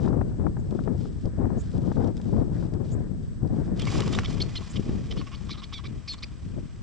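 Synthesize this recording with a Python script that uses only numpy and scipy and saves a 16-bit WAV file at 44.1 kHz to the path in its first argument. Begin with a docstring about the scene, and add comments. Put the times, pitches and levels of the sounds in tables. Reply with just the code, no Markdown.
"""Covey flushed on a windy hillside

A few metres from a hand-held camera, birds, probably partridges, burst from crackling dry grass and
fly off down the slope. Wings whirr and clap; short creaking calls break into whistles. Gusts buffet
the two microphone ports, a small bird lisps now and then, and the camera whines faintly."""
import sys
import numpy as np
from scipy import signal
from scipy.fft import rfft, irfft
from scipy.io import wavfile
from scipy.ndimage import uniform_filter1d

SR = 44100
rng = np.random.default_rng(int(sys.argv[2]) if len(sys.argv) > 2 else 0)


def master(y):
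    """Save y as 16-bit WAV."""
    cut = np.clip(np.atleast_2d(y).T, -1, 1)
    pcm = np.round(cut * 32767)  # scale
    wavfile.write(sys.argv[1], SR, pcm.astype(np.int16))


N = 300762
TIME = np.arange(N) / SR

# Air rushing through feathers: freq_hz, gain_db
FEATHER_COLOUR = [(150, -0.5), (400, 0), (750, 5.5), (900, 2.5), (1130, 4), (1450, -3.5), (2000, 0),
                  (3000, -1.5), (4000, -7), (5500, -4.5), (7000, -11), (9000, -24.5), (12000, -58)]
# Each bird leaving the grass: start_s, wingbeats_per_s, relative_level_db
TAKE_OFFS = [(3.747, 18, -8), (3.865, 16, -7.5), (3.936, 19, -8.5), (3.991, 18, -15.5)]
def wings(stroke_share=0.25, upstroke_db=-5, rush_db=-8):
    """Each downstroke and weaker upstroke forces air through stiff feathers; birds beat out of step."""
    power = 0
    for start, beats_per_s, db in TAKE_OFFS:
        flying = TIME > start
        cycles = np.cumsum(flying * beats_per_s * (1 + 0.031 * walk(6))) / SR
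        down, up = (np.exp(-(((cycles + lag) % 1 - .25) / (stroke_share / 2)) ** 2) for lag in (0, .5))
        power = power + flying * (undb(db) * (down + undb(upstroke_db) * up + undb(rush_db))) ** 2
    all_airborne = TIME > TAKE_OFFS[-1][0]
    beat = np.sqrt(power / np.mean(power[all_airborne]))
    rush = unit(colour(rng.standard_normal(N) * undb(0.91 * walk(700)), FEATHER_COLOUR))
    return rush * beat * flight()


def flight(flush_s=3.76, lift_s=0.14, start_m=3.1, speed_m_s=10, close_db=-42):
    """Wing gain at the microphone: it builds during lift-off, then fades as the covey flies away."""
    lift = np.sqrt(np.clip((TIME - flush_s) / lift_s, 0, 1))
    distance_m = start_m + speed_m_s * np.maximum(TIME - flush_s - lift_s, 0)
    return undb(close_db) * lift * start_m / distance_m


# Heaviest strokes of the birds nearest the microphone: time_s, level_db
DOWNSTROKES = [(3.874, -40), (3.927, -38), (3.956, -39), (3.993, -39), (4.005, -38.5), (4.035, -43),
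               (4.077, -38), (4.13, -39), (4.177, -41.5), (4.191, -34.5), (4.238, -43), (4.285, -49),
               (4.308, -45), (4.624, -49), (4.896, -47)]
def downstrokes(half_width_s=.007, hollow_hz=1080, hollow_width_hz=380):
    """A cupped wing drives down: a brief feathery puff with a hollow ring."""
    push = sum(undb(db) * np.exp(-np.minimum(((TIME - time) / half_width_s) ** 2, 20))
               for time, db in DOWNSTROKES)
    air = unit(colour(rng.standard_normal(N), FEATHER_COLOUR))
    return push * unit(air + unit(ring(air, hollow_hz, hollow_width_hz)))


# Claps a few metres out, just after lift-off: start_s, peak_db
WING_CLAPS = [(3.955, -29), (4.006, -28), (4.021, -27), (4.188, -11.5), (4.234, -29)]
def claps(decay_s=0.00064, edge_db=-2):
    """Wing tips meet: a sharp edge and a short puff of air."""
    out = np.zeros(N)
    for start, db in WING_CLAPS:
        push = burst(decay_s)
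        clap = colour(push, FEATHER_COLOUR) + undb(edge_db) * ring_twice(push, 1600, 3500)
        add(out, start, at_peak(clap, db))
    return out


# Alarm notes of the departing covey:
# start_s, length_s, level_db, top_click_rate_hz, lead_in_s, tail_s, throat_hz
CREAK_NOTES = [ (3.79, 0.017, -45, 1076, 0.0015, 0.0099, 3100),
               (3.805, 0.022, -46, 1170, 0.008, 0.00083, 3200),
               (3.867, 0.02, -40.5, 1100, 0.0055, 0.0084, 2420), (4.018, 0.0089, -44.5, 996, 0, 0, 3050),
               (4.128, 0.014, -38.5, 1120, 0.013, 0.0014, 3120),
               (4.142, .014, -39, 1183, .003, 0.023, 3500), (4.244, 0.0099, -38, 900, 0.01, 0.0093, 3240),
               (4.255, 0.0078, -36, 1130, 0.002, 0.0022, 3540), (4.4, 0.014, -36, 1137, .003, 0.0081, 3500),
               (4.549, 0.038, -39, 999, 0.012, 0.0039, 3400),
               (4.754, 0.022, -41.5, 1155, 0.012, 0.0089, 3160),
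               (5.108, 0.011, -39.5, 1043, 0.0056, 0, 3270),
               (5.12, 0.0082, -42.5, 1037, 0.0072, 0.011, 3350),
               (5.158, 0.07, -44, 799, 0.027, 0.031, 3080), (5.262, 0.025, -50, 390, 0.0044, 0.03, 2760),
               (5.311, 0.047, -48.5, 1090, 0.044, 0.013, 2980),
               (5.483, 0.061, -42.5, 1225, 0.032, 0.018, 3750), (5.533, 0.03, -50.5, 412, 0, .01, 3280),
               (5.567, 0.046, -50.5, 409, 0.014, 0.0044, 3830), (5.614, 0.036, -45.5, 1200, 0.03, 0, 3300),
               (5.715, 0.096, -43.5, 1190, 0.027, 0.032, 3540), (5.833, 0.045, -45.5, 1180, 0.035, 0, 3634),
               (6.072, 0.031, -39, 1232, .015, .002, 4570), (6.114, .04, -43.5, 880, .005, .022, 3770),
               (6.177, 0.018, -52, 406, 0, 0.0031, 4340), (6.22, 0.029, -41, 1214, 0.016, 0.0024, 4030)]
def calls(duck_db=-7):
    """Creaking notes that give way wherever the voice flips into a whistle."""
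    creaks = np.zeros(N)
    for start, length, db, top_hz, lead_s, tail_s, throat_hz in CREAK_NOTES:
        pressure = pressure_arch(length, lead_s, tail_s)
        add(creaks, start, undb(db) * creak(pressure, top_hz, throat_hz, lead_s))
    squeaks, whistling = whistles()
    return creaks * undb(duck_db * whistling) + squeaks


def pressure_arch(length, lead_s, tail_s, slide_s=0.017, sag_per_s=1.6):
    """Air pressure through a note, 0-1: slack, a quick slide up, a sagging hold, a slide back."""
    t = TIME[:int(length * SR)]
    held = 1 - sag_per_s * np.maximum(t - lead_s, 0)
    return held * np.clip(1 + np.minimum(t - lead_s, length - tail_s - t) / slide_s, 0, 1)


BREAK_S = .006  # time scale of the voice breaking at the top of a note
def syrinx(pressure, top_hz, lead_s, slack_hz=362.4, jitter=0.15, rasp_db=4, hiss_db=-1,
           effort_db_per_octave=5, tiring_db_per_s=70, attack_s=.008):
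    """The syrinx clicks faster and harder as the pressure rises; returns the clicks and their rate."""
    size = len(pressure)
    t = TIME[:size]
    rate_hz = slack_hz * (top_hz / slack_hz) ** pressure
    # slow clicks are rougher, and the voice rasps as it reaches its top
    rough = np.interp(rate_hz, [slack_hz, 1100], [0.48, 0.13])
    rough += .38 * (1 - slack_hz / top_hz) * np.exp(-((t - lead_s) / BREAK_S) ** 2)
    wobble, shimmer = (unit(uniform_filter1d(rng.standard_normal(size), 40)) for _ in range(2))
    phase = 2 * np.pi * np.cumsum(rate_hz * (1 + jitter * rough * wobble)) / SR
    pulses = unit(sum(np.cos(k * phase) * (k * rate_hz < 10000) for k in range(1, 30)))
    limp = 1 + rough * np.cos(phase / 2) / 2  # strong and weak clicks alternate
    clicks = pulses * limp * undb(rasp_db * rough * shimmer)
    hiss = rough * undb(hiss_db) * (1 + np.cos(phase)) * rng.standard_normal(size)
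    envelope = rounded(size, .4) * (1 - .75 * np.exp(-t / attack_s))
    effort_db = effort_db_per_octave * np.log2(rate_hz / rate_hz.mean()) - tiring_db_per_s * t
    return (clicks + hiss) * envelope * undb(effort_db), rate_hz


# Steady resonances of throat and beak: freq_hz, width_hz, gain_db
BEAK_MODES = [(2380, 400, -3), (3400, 600, -9), (4450, 700, -13), (5050, 700, -6.5)]
def creak(pressure, top_hz, throat_hz, lead_s, throat_rise=0.17, croak_hz=1100, held_beak_db=-7.5):
    """Each click of the syrinx rings the beak and a throat that tightens with the pressure."""
    clicks, rate_hz = syrinx(pressure, top_hz, lead_s)
    size, ring_out = len(clicks), (0, SR // 100)
    # slow clicks come with a nearly closed beak, which muffles them and adds a low hollow croak
    closed = np.clip((800 - rate_hz) / 400, 0, 1)
    opened, shut = (np.pad(clicks * share, ring_out) for share in (1 - 0.5 * closed, closed))
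    # once the note is held, the beak resonances give way to the throat
    held = np.pad(pressure * np.clip((TIME[:size] - lead_s) / BREAK_S, 0, 1), ring_out)
    beak_drive = opened * undb(held_beak_db * held)
    beak = sum(undb(db) * ring(beak_drive, hz, width) for hz, width, db in BEAK_MODES)
    centre_hz = np.pad(throat_hz * (1 + throat_rise * (pressure - pressure.mean())), ring_out, "edge")
    throat = glide_ring(opened - 0.067 * shut, centre_hz, width_hz=1000)
    bright = butterworth(throat + beak, 3, [1900, 5500], "band")
    croak = ring_twice(shut, croak_hz, width_hz=330)
    croak_db = -10 * np.log2(throat_hz / 3000)  # a higher throat leaves less croak
    voice = unit(bright) + undb(croak_db) * closed.mean() * unit(croak)
    return voice / np.sqrt(np.sum(voice ** 2) / size)


# A whistle scoops up and, if long enough, sinks: elapsed_s, pitch_ratio
WHISTLE_ARCH = [(0, 0.97), (.012, 1.005), (.034, .975)]
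# Squeaks among the covey's calls: start_s, length_s, level_db, pitch_hz, overtone_db
WHISTLE_NOTES = [(3.826, 0.011, -43.5, 3260, -24), (3.882, .01, -41, 2310, -16),
                 (4.152, 0.0053, -36, 3680, -8), (4.415, 0.013, -28, 4404, -34),
                 (4.567, 0.015, -36.5, 4240, -36), (5.176, 0.035, -50.5, 4400, -31),
                 (5.352, 0.0093, -50.5, 4520, -36), (5.525, 0.0079, -41, 4210, -37),
                 (5.644, 0.011, -52, 4440, -38), (5.853, 0.01, -44.5, 2364, -10),
                 (5.863, 0.0074, -61, 3630, -34), (6.09, .034, -34.5, 4360, -44),
                 (6.235, 0.009, -37, 2450, 4)]
def whistles(breath_db=-11, breath_width_hz=900):
    """The voice breaks into wavering, breathy tones; returns them and an envelope of when they sound."""
    out, whistling = np.zeros((2, N))
    for start, length, db, hz, overtone_db in WHISTLE_NOTES:
        size = int(length * SR)
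        waver = 0.017 * unit(uniform_filter1d(rng.standard_normal(size), 60))
        bend = np.interp(TIME[:size], *np.transpose(WHISTLE_ARCH))
        phase = 2 * np.pi * np.cumsum(hz * (bend + waver)) / SR
        tone = unit(np.sin(phase) + undb(overtone_db) * np.sin(2 * phase))
        breath = undb(breath_db) * hoarse(phase, breath_width_hz)
        envelope = rounded(size, 0.15)
        add(out, start, undb(db) * unit(tone + breath) * envelope)
        add(whistling, start, envelope / envelope.max())
    return out, whistling


# Dry stems cracking: freq_hz, gain_db
STEM_COLOUR = [(500, -11), (1500, 0), (2700, 2), (3900, 4.5), (5500, 4), (7500, -4.5), (9000, -11.5),
               (10500, -13.5), (13000, -20.5)]
# Grass on the slope, stirring, then thrashed by the birds: start_s, length_s, level_db
GRASS_RUSTLES = [(.03, 0.061, -61), (.7, 0.2, -71.5), (.99, 0.1, -63), (1.13, 0.17, -68),
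                 (1.58, 0.5, -64.5), (2.16, 0.25, -67.5), (2.53, .14, -66), (2.85, 0.071, -63.5),
                 (3.24, 0.022, -66.5), (3.55, 0.13, -67.5), (3.79, 0.088, -58), (3.91, 0.074, -43),
                 (4.0, 0.078, -54), (4.125, 0.039, -50), (4.31, 0.037, -50.5), (4.4, 0.47, -58.5),
                 (4.9, 0.62, -64)]
# Single stems breaking: start_s, peak_db
STEM_SNAPS = [(0.06, -43.5), (0.082, -48), (0.708, -45.5), (0.837, -45.5), (1.255, -42), (1.714, -49),
              (1.778, -46), (2.044, -42.5), (2.074, -43), (2.168, -41), (2.176, -44), (2.215, -40.5),
              (2.737, -44), (3.476, -49), (3.796, -29.5), (3.819, -29.5), (3.853, -28.5), (3.904, -32),
              (4.0041, -24), (4.078, -30.5), (4.127, -29), (4.193, -34), (4.329, -36)]
def grass(dense_per_s=2200, sparse_per_s=330, sparse_db=-3, snap_s=0.0025):
    """Dense tiny cracks of dry stems, sparser crisp ticks among them, and a few that snap loudly."""
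    level_db = swells(GRASS_RUSTLES, attack_s=0.029, release_s=0.01, floor_db=-73.5)
    dense, sparse = (unit(colour(ticks(rate), STEM_COLOUR)) for rate in (dense_per_s, sparse_per_s))
    out = unit(dense + undb(sparse_db) * sparse) * undb(level_db + 2 * walk(60))
    for start, db in STEM_SNAPS:
        add(out, start, at_peak(colour(burst(snap_s), STEM_COLOUR), db))
    return out


def wind(ceiling=0.28, cutoff_hz=2100):
    """Eddies on each port, their pressure levelling off in hard gusts, over a distant hiss and sigh."""
    distant = still_air() + sigh()
    pressure = np.array([buffet(0), buffet(1)])
    rumble = butterworth(ceiling * np.tanh(pressure / ceiling), 4, cutoff_hz, "low")
    return rumble + gust_crackle() + slaps() + thumps() + distant


# Breeze at the microphone, dying down: time_s, left_db, right_db
PORT_BREEZE = [(0, -22.5, -31.5), (.33, -31, -35), (.62, -32, -37.5), (1.0, -28.5, -38.5),
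               (1.17, -35, -38.5), (1.66, -36, -37), (2.17, -32, -36), (2.5, -29, -36), (3.1, -31.5, -38.5),
               (3.37, -37.5, -40), (4.25, -34.5, -34), (4.68, -40, -46), (5.0, -34, -34.5),
               (5.352, -40.5, -52.5), (6.1, -43, -56), (6.82, -42, -46.5)]
# Gusts on the microphone, mostly from the left: start_s, length_s, left_db, right_db
PORT_GUSTS = [ (0.048, 0.17, -24, -50), (0.398, 0.081, -24, -43), (0.71, 0.045, -27, -39),
              (0.865, 0.064, -25.5, -51), (1.246, 0.032, -26, -45), (1.391, 0.077, -22.5, -36.5),
              (1.497, 0.083, -25.5, -41), (1.74, 0.052, -25, -36), (1.825, 0.086, -24.5, -40.5),
              (1.969, 0.12, -20.5, -36), (2.261, 0.031, -28.5, -43), (2.332, 0.095, -22.5, -35),
              (2.632, 0.03, -27.5, -48), (2.748, 0.016, -26, -52), (2.807, 0.016, -25, -41),
              (2.924, 0.099, -29.5, -36.5), (3.424, 0.044, -25, -40), (3.5, .12, -25.5, -35),
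              (3.662, 0.25, -29, -34.5), (3.941, 0.075, -24.5, -29), (4.052, 0.15, -27, -32),
              (4.292, 0.168, -29, -40), (4.478, 0.035, -50, -35), (4.592, 0.018, -32.5, -51),
              (4.75, 0.055, -29, -38), (4.866, 0.11, -31, -32), (5.102, 0.11, -30.5, -38),
              (5.409, 0.11, -38, -51), (5.841, 0.14, -38.5, -42), (6.217, 0.026, -43.5, -54),
              (6.43, 0.22, -39.5, -42.5), (6.564, 0.025, -29.5, -46)]
def wind_strength(port):
    """Gusts on top of the breeze at one port (0 left, 1 right), in dB."""
    times, *breeze_db = np.transpose(PORT_BREEZE)
    gusts = [(start, length, levels[port]) for start, length, *levels in PORT_GUSTS]
    return swells(gusts, attack_s=0.011, release_s=0.019, floor_db=np.interp(TIME, times, breeze_db[port]))


# Rumble on the microphone in a usual gust: freq_hz, left_db_per_hz, right_db_per_hz, growth_db_per_db
BUFFET_BANDS = [(22.2, -60, -57, 0.44), (51.7, -51, -48, 0.54), (115, -48, -47, 0.8747),
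                (191, -51, -55.5, 1.0), (391, -62.5, -68, 1.4165), (827, -83.5, -80, 1.88),
                (1460, -99, -99, 1.5), (2540, -108, -112, 1.6)]
def buffet(port, usual_gust_db=-30, eddy_db=1.6, eddies_per_s=170, flicker_db=.6):
    """Turbulence on one port: stronger gusts shed smaller eddies; the rumble brightens and flutters."""
    hz, *port_db, growths = np.transpose(BUFFET_BANDS)
    gust_db = wind_strength(port) - usual_gust_db + eddy_db * walk(eddies_per_s)
    spectrum = rfft(rng.standard_normal(N)) * undb(on_log_axis(hz, port_db[port])) * np.sqrt(SR / 2)
    out = 0
    for share, growth in zip(np.eye(len(hz)), growths):
        band = irfft(spectrum * on_log_axis(hz, share), N)
        out = out + band * undb(growth * (gust_db + flicker_db * walk(40)))
    return butterworth(out, 2, 17, "high")


# Hard gusts on the windward port: freq_hz, gain_db
WINDWARD_COLOUR = [(100, -12.5), (350, 8), (700, -1), (1200, -9), (1700, -20), (2300, -32.5), (4000, -58)]
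def gust_crackle(eddies_per_s=600, hard_gust_db=-22, growth=1.63):
    """Hard gusts tear a dense stream of tiny eddies off the left port, each a dull tick."""
    level_db = -38 + growth * np.minimum(wind_strength(0) - hard_gust_db, 2)
    left = unit(colour(ticks(eddies_per_s), WINDWARD_COLOUR)) * undb(level_db)
    return np.array([left, np.zeros(N)])


# One eddy against the microphone: freq_hz, gain_db
EDDY_COLOUR = [(40, -7.5), (150, 4), (400, -3.5), (800, -5), (1600, -19), (2500, -39.5), (5000, -75.5)]
# Eddies striking it: start_s, peak_db, left_minus_right_db
EDDY_SLAPS = [(0.05, -25, 6), (0.075, -21.5, 13), (0.102, -25, 18), (0.128, -20, 12.5), (0.176, -24, 21),
              (0.212, -19, 27), (0.317, -38, 22), (0.403, -33, 22), (0.453, -43, 27), (0.466, -16.5, 28),
              (0.568, -24, 12), (0.789, -21, 24), (0.875, -19, 22), (1.054, -28.5, 12), (1.411, -24.5, 28),
              (1.454, -22.5, 26), (1.502, -23, 26), (1.915, -18.5, 26), (1.967, -22, 24),
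              (2.023, -24.5, 15), (2.198, -27, 19), (2.517, -31, 20), (2.625, -28, 19), (4.609, -33, 10),
              (5.408, -39, 14)]
def slaps(decay_s=0.0031, rise_s=0.0015, lead_s=.01):
    """An eddy bursts right on a port: a short dull crackle."""
    out = np.zeros((2, N))
    t = np.maximum(TIME[:SR // 16] - lead_s, 0)
    envelope = np.exp(-t / decay_s) * (1 - np.exp(-t / rise_s))
    for start, db, pan_db in EDDY_SLAPS:
        slap = colour(rng.standard_normal(len(t)) * envelope, EDDY_COLOUR)
        for port, port_db in zip(out, (min(pan_db, 0), min(-pan_db, 0))):
            add(port, start - lead_s, at_peak(slap, db + port_db))
    return out


# Pushes of air on the microphone: time_s, half_width_s, left_peak_db, right_peak_db
AIR_THUMPS = [(1.258, 0.0035, -13, -22), (1.404, 0.0038, -21.5, -27), (3.432, 0.0022, -11, -26),
              (4.797, 0.0012, -14, -21), (4.895, 0.0014, -10.5, -15.5)]
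def thumps():
    """A large eddy pushes on both ports at once: one rounded pulse with a rebound either side."""
    out = 0
    for time, half_width_s, left_db, right_db in AIR_THUMPS:
        offset_squared = np.minimum(((TIME - time) / half_width_s) ** 2, 20)
        out = out + undb([[left_db], [right_db]]) * (1 - offset_squared) * np.exp(-offset_squared)
    return out


# Wind in the grass further off: freq_hz, gain_db
FAR_GRASS_COLOUR = [(600, -8), (1300, -5.5), (1680, -2), (2000, -10.5), (3000, -26.5), (6000, -33)]
# Its swells: start_s, length_s, level_db
FAR_SIGHS = [(1.32, 0.38, -62), (2.55, 0.025, -55.5), (2.95, 0.1, -60.5), (3.58, 0.19, -59)]
def sigh():
    """Wind sighs through distant grass, partly alike at the two ports."""
    noise = rng.standard_normal((2, N)) + rng.standard_normal(N)
    level_db = swells(FAR_SIGHS, attack_s=0.021, release_s=0.032, floor_db=-66.5)
    return unit(colour(noise, FAR_GRASS_COLOUR)) * undb(level_db)


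# A small bird, faint in the background: start_s, length_s, level_db
LISP_NOTES = [(0.353, 0.042, -77), (0.578, 0.042, -70), (1.566, 0.066, -59.5), (2.898, 0.057, -58),
              (4.685, 0.05, -56), (5.43, 0.032, -68), (6.109, 0.043, -58)]
def lisps(start_hz=6400, end_hz=7800, breath_width_hz=600):
    """A very high note, mostly breath, that rises and swells, then stops."""
    out = np.zeros(N)
    for start, length, db in LISP_NOTES:
        size = int(length * SR)
        phase = 2 * np.pi * np.cumsum(np.linspace(start_hz, end_hz, size)) / SR
        envelope = np.linspace(.25, 1, size) * rounded(size, 0.8)
        add(out, start, undb(db) * unit(hoarse(phase, breath_width_hz) * envelope))
    return out


# Ambience of the open hill: freq_hz, level_db_per_hz
AIR_SPECTRUM = [(200, -79.5), (700, -99.5), (1200, -97), (1700, -101.5), (2500, -105), (4000, -106.5),
                (5500, -105), (6600, -107), (8200, -107), (9500, -120), (12000, -135)]
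def still_air():
    """A soft, wide hiss of air whose level drifts slightly."""
    return colour(rng.standard_normal((2, N)), AIR_SPECTRUM) * np.sqrt(SR / 2) * undb(0.33 * walk(2.1))


# The camera itself, right by the microphone: pitch_hz, level_db
WHINE_TONES = [(7853, -78.5), (7881, -82), (8251, -84.5), (8280, -89)]
def whine(hiss_db=-84, hiss_hz=7950, hiss_width_hz=350):
    """Close pairs of faint steady tones from the camera, with a narrow band of hiss."""
    tones = sum(undb(db) * np.sqrt(2) * np.sin(2 * np.pi * (hz * TIME + 0.38 * rng.random((2, 1))))
                for hz, db in WHINE_TONES)
    hiss = ring_twice(rng.standard_normal((2, N)), hiss_hz, hiss_width_hz)
    return tones + undb(hiss_db) * unit(hiss)


# How the two ports hear the slope: freq_hz, left_minus_right_db, left_lead_rad
PORT_RESPONSE = [(500, 1, 0), (1100, -.5, 0), (2000, -2, 0), (3200, -4, .1), (4300, 2.5, .55), (5300, 2, 0),
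                 (6300, -1, -1.1), (7500, -5, .3), (9000, -7.5, .3)]
def hillside(x, grass_db, grass_s=.004, slope_db=-20, slope_s=0.035):
    """Open ground at each port: direct sound, quick scatter from the grass, a faint one off the slope."""
    t = TIME[:SR // 4]
    hz, *columns = np.transpose(PORT_RESPONSE)
    balance_db, lead_rad = (on_log_axis(hz, column) for column in columns)
    out = []
    for side in (1, -1):
        near, far = (rng.standard_normal(len(t)) * np.exp(-t / decay) for decay in (grass_s, slope_s))
        tail = undb(grass_db) * near / np.linalg.norm(near) + undb(slope_db) * far / np.linalg.norm(far)
        heard = rfft(x + signal.fftconvolve(x, tail)[:N])
        out.append(irfft(heard * undb(side * balance_db / 2) * np.exp(1j * side * lead_rad / 2), N))
    return np.array(out)


def undb(db):
    """Decibels to gain."""
    return 10 ** (np.asarray(db) / 20)


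def unit(x):
    """Scale to rms 1."""
    return x / np.sqrt(np.mean(x ** 2) + 1e-18)


def at_peak(x, db):
    """Scale to a peak level."""
    return undb(db) * x / np.abs(x).max()


def add(track, start_s, sound):
    """Mix a sound into a track."""
    i = int(start_s * SR)
    track[i:i + len(sound)] += sound[:N - i]


def on_log_axis(hz, values, size=N):
    """Spread values over every bin of a spectrum, along log frequency."""
    return np.interp(np.log(np.fft.rfftfreq(size, 1 / SR) + 1), np.log(hz), values)


def colour(x, rows):
    """Filter by (freq_hz, gain_db) rows."""
    size = x.shape[-1]
    return irfft(rfft(x) * undb(on_log_axis(*np.transpose(rows), size)), size)


def butterworth(x, order, hz, kind):
    """Low-, high- or band-pass filter."""
    return signal.sosfilt(signal.butter(order, hz, kind, fs=SR, output="sos"), x)


def ring(x, hz, width_hz):
    """One resonance, gain 1 at its centre."""
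    return signal.lfilter(*signal.iirpeak(hz, hz / width_hz, fs=SR), x)


def ring_twice(x, hz, width_hz):
    """A resonance with steeper skirts."""
    return ring(ring(x, hz, width_hz), hz, width_hz)


def glide_ring(x, hz, width_hz):
    """A steep resonance whose centre moves."""
    carrier = np.exp(2j * np.pi * np.cumsum(hz) / SR)
    pole = np.exp(-np.pi * width_hz / SR)
    return 2 * np.real(carrier * signal.lfilter([(1 - pole) ** 2], np.poly([pole, pole]), x / carrier))


def walk(per_s):
    """Random levels, held and smoothed twice; rms 1."""
    hold = int(SR / per_s)
    steps = np.repeat(rng.standard_normal(N // hold + 1), hold)
    return unit(uniform_filter1d(uniform_filter1d(steps, hold), hold)[:N])


def ticks(per_s):
    """Randomly timed impulses of either sign and varied size."""
    return (rng.random(N) < per_s / SR) * rng.choice([-1, 1], N) * (.5 + rng.random(N))


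def burst(decay_s):
    """Noise that starts sharply and dies away."""
    return np.roll(rng.standard_normal(1024) * np.exp(-TIME[:1024] / decay_s), 20)


def hoarse(phase, width_hz):
    """Breathy noise in a band that follows a tone."""
    noise = rng.standard_normal(len(phase)) + 1j * rng.standard_normal(len(phase))
    return unit(np.real(butterworth(noise, 2, width_hz, "low") * np.exp(1j * phase)))


def rounded(size, edge_share):
    """Envelope of a note: flat with rounded ends, rms 1."""
    return unit(signal.windows.tukey(size, edge_share))


def swells(rows, attack_s, release_s, floor_db):
    """Level in dB of (start_s, length_s, level_db) events that rise, hold and die away over a floor."""
    power = undb(floor_db) ** 2
    for start, length, db in rows:
        fade = np.maximum(start - TIME, 0) / attack_s + np.maximum(TIME - start - length, 0) / release_s
        power = power + (undb(db) * np.exp(-np.minimum(fade, 20))) ** 2
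    return 10 * np.log10(power)


def scene():
    """Grass and wings spread over the slope, claps and voices more compact; wind and whine up close."""
    flush = hillside(grass() + wings(), grass_db=-9.5)
    birds = hillside(downstrokes() + claps() + calls() + lisps(), grass_db=-13)
    return flush + birds + wind() + whine()


def record(dry, top_hz=13500):
    """The camera's treble falls away above 9 kHz and is then cut."""
    dull = colour(dry, [(8800, 0.5), (10500, -13.0), (13000, -15)])
    return signal.sosfilt(signal.ellip(8, .2, 70, top_hz, fs=SR, output="sos"), dull)


dry = scene()
out = record(dry)
master(out)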